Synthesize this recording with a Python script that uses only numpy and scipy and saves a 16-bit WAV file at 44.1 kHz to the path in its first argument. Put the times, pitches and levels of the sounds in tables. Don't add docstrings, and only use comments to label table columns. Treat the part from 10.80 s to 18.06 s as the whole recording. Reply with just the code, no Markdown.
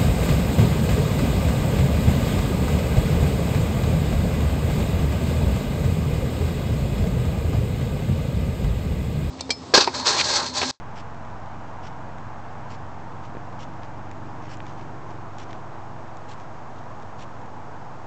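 import sys
import numpy as np
from scipy import signal
from scipy.fft import rfft, irfft
from scipy.io import wavfile

SR = 44100
rng = np.random.default_rng(int(sys.argv[2]) if len(sys.argv) > 2 else 0)


def store_wav(level_fs):
    pcm = np.round(np.clip(np.atleast_2d(level_fs), -1, 1) * 32767)
    wavfile.write(sys.argv[1], SR, pcm.T.astype(np.int16))


N = 320166

# pitch_hz, relative_db
AIR_COLOUR = [(15, -13.5), (30, -7.5), (48, -1.5), (70, -3), (110, -20.5), (250, -35.5)]
VALLEY_COLOUR = [(60, -24), (85, 8), (120, 8), (180, 3), (250, 4.5), (350, -1), (500, 1.5), (700, -8),
                 (1200, -34)]
ROAD_ROAR_COLOUR = [(350, -18.5), (520, -12), (650, -3), (780, -1), (900, -1), (1050, -4), (1300, -11.5),
                    (2000, -29.5)]
TYRE_HISS_COLOUR = [(700, -26.5), (1050, 0), (1300, 1.5), (1600, 0), (2000, -6.5), (2600, -12), (3500, -20),
                    (6000, -38.5)]
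SPRAY_BODY_COLOUR = [(900, -6), (1600, 2), (2300, -3), (3100, -3), (3900, -7.5), (4700, -6), (7000, -37)]
SPRAY_BRIGHT_COLOUR = [(4400, -36), (5100, 5), (5700, 6.5), (6200, 1), (6700, -0.5), (7400, 1),
                       (8500, -5.5)]
SCUFF_COLOUR = [(900, -23), (2000, 3), (3400, -2), (4500, -6), (6500, -6.5), (8500, -25)]
CAMERA_HISS_COLOUR = [(1000, -5), (3000, 2), (4200, 0), (5500, 0.5), (7000, -2.5), (7700, -2.5), (8500, -8)]

# middle_s, level_db, length_s
AIR_PUFFS = [(.55, -56, .55), (1.35, -59, 0.22), (2.03, -58, 0.13), (3.13, -55, 0.14), (6.35, -61, 0.28)]
# middle_s, level_db, length_s
VALLEY_RISE = (6.4, -57.5, 0.9)
# time_s, level_db
ROAR_LEVELS = [(0, -41.5), (2.5, -41), (3.6, -42.5), (5, -41.5), (7.26, -42.5)]

# time_s, cycles_per_s
ENGINE_SPEED = [(0, 21.7), (2, 22.82), (3.8, 23.66), (4.5, 23.82), (7.26, 23.23)]
FIRING_POINTS = [0, .28, .51, .72]
# times_per_cycle, relative_db
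THROB_TONES = [(4, -0.5), (5, -4), (6, -2.5)]
LOPE_TONES = [(2, -25.5), (3, -2.5), (7, 0), (8, -3.5), (9, -11.5), (10, -2.5)]
# times_per_cycle, base_db, peak_s, rise_db
DRONE_TONES = [(11, -61.5, 3.5, 4), (13, -64.5, 3.6, 14), (14, -56.5, 4.7, 5.5), (16, -70, 4.1, 12.5),
               (17, -68.5, 4.35, 13.5)]

# middle_s, level_db
WATER_SPITS = [(0.184, -49.5), (1.057, -50.5), (1.927, -50.5), (2.819, -50), (3.722, -49), (4.612, -49.5),
               (5.512, -50.5), (6.414, -50.5)]

# middle_s, relative_db, length_s
CHIP_SCUFFS = [(2.451, -52, 0.031), (3.045, -53.5, .04), (3.66, -55, .072), (3.88, -53, 0.081),
               (4.002, -55, 0.055), (4.3, -54, 0.036), (4.715, -54.5, 0.077), (5.607, -55, .04),
               (5.98, -58, .06)]
# start_s, strength_db, tilt_db_per_octave
CLEAR_TICKS = [(3.033, -39, -2.5), (3.3131, -38, 1), (3.77, -45, 7), (3.8034, -37, -6), (3.866, -39, 0),
               (4.584, -38, 3), (4.730, -37.5, -1), (5.370, -45.5, 8.5), (5.599, -44, -0.5)]
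# start_s, strength_db
HOOF_HITS = [(2.551, -39), (2.569, -36)]
# pitch_hz, relative_db, ring_s
TICK_TONES = [(1840, 2.5, 0.0084), (2420, -4.5, 0.015), (3220, -8, 0.0088), (3640, -1, 0.0053),
              (4600, -12.5, 0.0055), (5560, -4.5, .005), (6790, -6.5, 0.0062), (7450, -11.5, 0.009)]
KNOCK_TONES = [(225, -5, .05), (285, 1, 0.035), (367, -1, 0.051), (460, 4.5, 0.022), (584, 4, 0.022)]

# pitch_hz, level_db (before the treble is dulled)
WHINE_TONES = [(6222, -85.5), (6667, -80), (7917, -82.5), (8083, -80.5)]


def from_db(db):
    return 10 ** (np.asarray(db) / 20)


def seconds():
    return np.arange(N) / SR


def curve(points):
    return np.interp(seconds(), *np.transpose(points))


def swells(rows):
    return sum(from_db(db) * np.exp(-2 * ((seconds() - middle_s) / length_s) ** 2)
               for middle_s, db, length_s in rows)


def noise(colour):
    hz, db = np.transpose(colour)
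    octave = np.log2(np.maximum(np.fft.rfftfreq(N, 1 / SR), 1))
    outside = np.abs(octave - np.clip(octave, np.log2(hz[0]), np.log2(hz[-1])))
    gain = from_db(np.interp(octave, np.log2(hz), db) - 24 * outside)
    sound = irfft(rfft(rng.standard_normal(N)) * gain, N)
    return sound / np.std(sound)


def drift(rate_hz):
    smoothing = 1 + (np.fft.rfftfreq(N, 1 / SR) / rate_hz) ** 2
    wander = irfft(rfft(rng.standard_normal(N)) / smoothing, N)
    return (wander - wander.mean()) / np.std(wander)


def ring(force, hz, ring_s):
    decay = np.exp(-np.log(1000) / (ring_s * SR))
    step = 2 * np.pi * hz / SR
    return signal.lfilter([0, np.sin(step)], [1, -2 * decay * np.cos(step), decay ** 2], force + 1e-18)


def open_air(calm_db=-61, valley_db=-45.5):
    rumble = (from_db(calm_db) + swells(AIR_PUFFS)) * noise(AIR_COLOUR)
    valley = (from_db(valley_db) + swells([VALLEY_RISE])) * noise(VALLEY_COLOUR)
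    return rumble + valley


def far_road(hiss_db=-48.5, fade_db_per_s=0.41, flutter_db=0.35, wander_db=-0.02):
    roar = from_db(curve(ROAR_LEVELS)) * noise(ROAD_ROAR_COLOUR)
    hiss = from_db(hiss_db - fade_db_per_s * seconds()) * noise(TYRE_HISS_COLOUR)
    return (roar + hiss) * from_db(flutter_db * drift(27) + wander_db * drift(1.3))


def engine(throb_db=-46.5, lope_db=-52.3, drop_db=4.5, lope_drop_db=12, swell_s=1.18, unsteady_db=1.04):
    t = seconds()
    cycles = np.cumsum(curve(ENGINE_SPEED)) / SR
    surge_db = 1.5 * np.exp(-((t - 3.6) / 0.9) ** 2)
    eased = np.clip((t - 4.04) / 1.9, 0, 1)
    tones = [(multiple, throb_db + db + surge_db - drop_db * eased) for multiple, db in THROB_TONES]
    tones += [(multiple, lope_db + db - lope_drop_db * eased) for multiple, db in LOPE_TONES]
    for multiple, db, peak_s, rise_db in DRONE_TONES:
        swell_db = rise_db * np.exp(-((t - peak_s) / swell_s) ** 2)
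        tones.append((multiple, db + swell_db - drop_db * eased))
    out = np.zeros(N)
    for multiple, db in tones:
        phase = np.angle(np.sum(np.exp(-2j * np.pi * multiple * np.array(FIRING_POINTS))))
        out += from_db(db) * np.cos(2 * np.pi * multiple * cycles + phase)
    return np.sqrt(2) * out * from_db(unsteady_db * drift(29))


def sprinkler(spit_s=0.057, edge_s=0.018, spatter_db=2.5, bright_db=-7.5, bounce=0.3, lag_s=0.00035):
    t = seconds()
    spatter = from_db(spatter_db * drift(250))
    water = spatter * (noise(SPRAY_BODY_COLOUR) + from_db(bright_db) * noise(SPRAY_BRIGHT_COLOUR))
    out = np.zeros(N)
    for middle_s, db in WATER_SPITS:
        arm_in_jet = np.clip((spit_s / 2 - np.abs(t - middle_s)) / edge_s + 0.5, 0, 1)
        spit = from_db(db) * arm_in_jet * water
        delay_s = lag_s * (1 + 0.11 * rng.standard_normal())
        out += spit + bounce * np.interp(t - delay_s, t, spit)
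    return out


def scuffs(grain_db=4.0, level_db=-4.5):
    return swells(CHIP_SCUFFS) * noise(SCUFF_COLOUR) * from_db(grain_db * drift(180) + level_db)


def tick(tilt_db, crunch_s=0.0004):
    body = np.zeros(SR // 20)
    for k, (hz, db, ring_s) in enumerate(TICK_TONES):
        delay_s = min(crunch_s * rng.exponential(), 0.01)
        tap = signal.unit_impulse(len(body), int(delay_s * SR))
        gain = from_db(db + tilt_db * np.log2(hz / 3500))
        body += (-1) ** k * gain * ring(tap, hz, ring_s)
    top_hz = min(7400 * 2 ** (tilt_db / 8.5), 0.45 * SR)
    return signal.sosfilt(signal.butter(6, top_hz, fs=SR, output="sos"), body)


def ticks(stray_count=40, stray_db=-52, spread_db=11, crack_db=-9, crack_tilt_db=-8):
    strays = [(when * N / SR, stray_db + spread_db * (strength - 0.5), 0)
              for when, strength in rng.random((stray_count, 2))]
    cracks = [(start_s, db + crack_db, crack_tilt_db) for start_s, db in HOOF_HITS]
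    out = np.zeros(N + SR)
    for start_s, db, tilt_db in list(CLEAR_TICKS) + cracks + strays:
        sound = from_db(db) * tick(tilt_db)
        start = round(start_s * SR)
        out[start:start + len(sound)] += sound
    return out[:N]


def hoof_knocks():
    force = np.zeros(N)
    for start_s, db in HOOF_HITS:
        force[round(start_s * SR)] = from_db(db)
    return sum(from_db(db) * ring(force, hz, ring_s) for hz, db, ring_s in KNOCK_TONES)


def scene():
    return (engine() + open_air() + far_road() + sprinkler() + scuffs() + ticks() + hoof_knocks())[None]


def record(dry, hiss_db=-62.0, offset=0.0186, dull_hz=7700, cutoff_hz=9200):
    whine = sum(np.sqrt(2) * from_db(db) * np.sin(2 * np.pi * hz * seconds()) for hz, db in WHINE_TONES)
    noisy = dry + whine + from_db(hiss_db) * noise(CAMERA_HISS_COLOUR) + offset
    dull = signal.sosfilt(signal.butter(10, dull_hz, fs=SR, output="sos"), noisy)
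    return signal.sosfilt(signal.cheby2(20, 60, cutoff_hz, fs=SR, output="sos"), dull)


dry = scene()
out = record(dry)
store_wav(out)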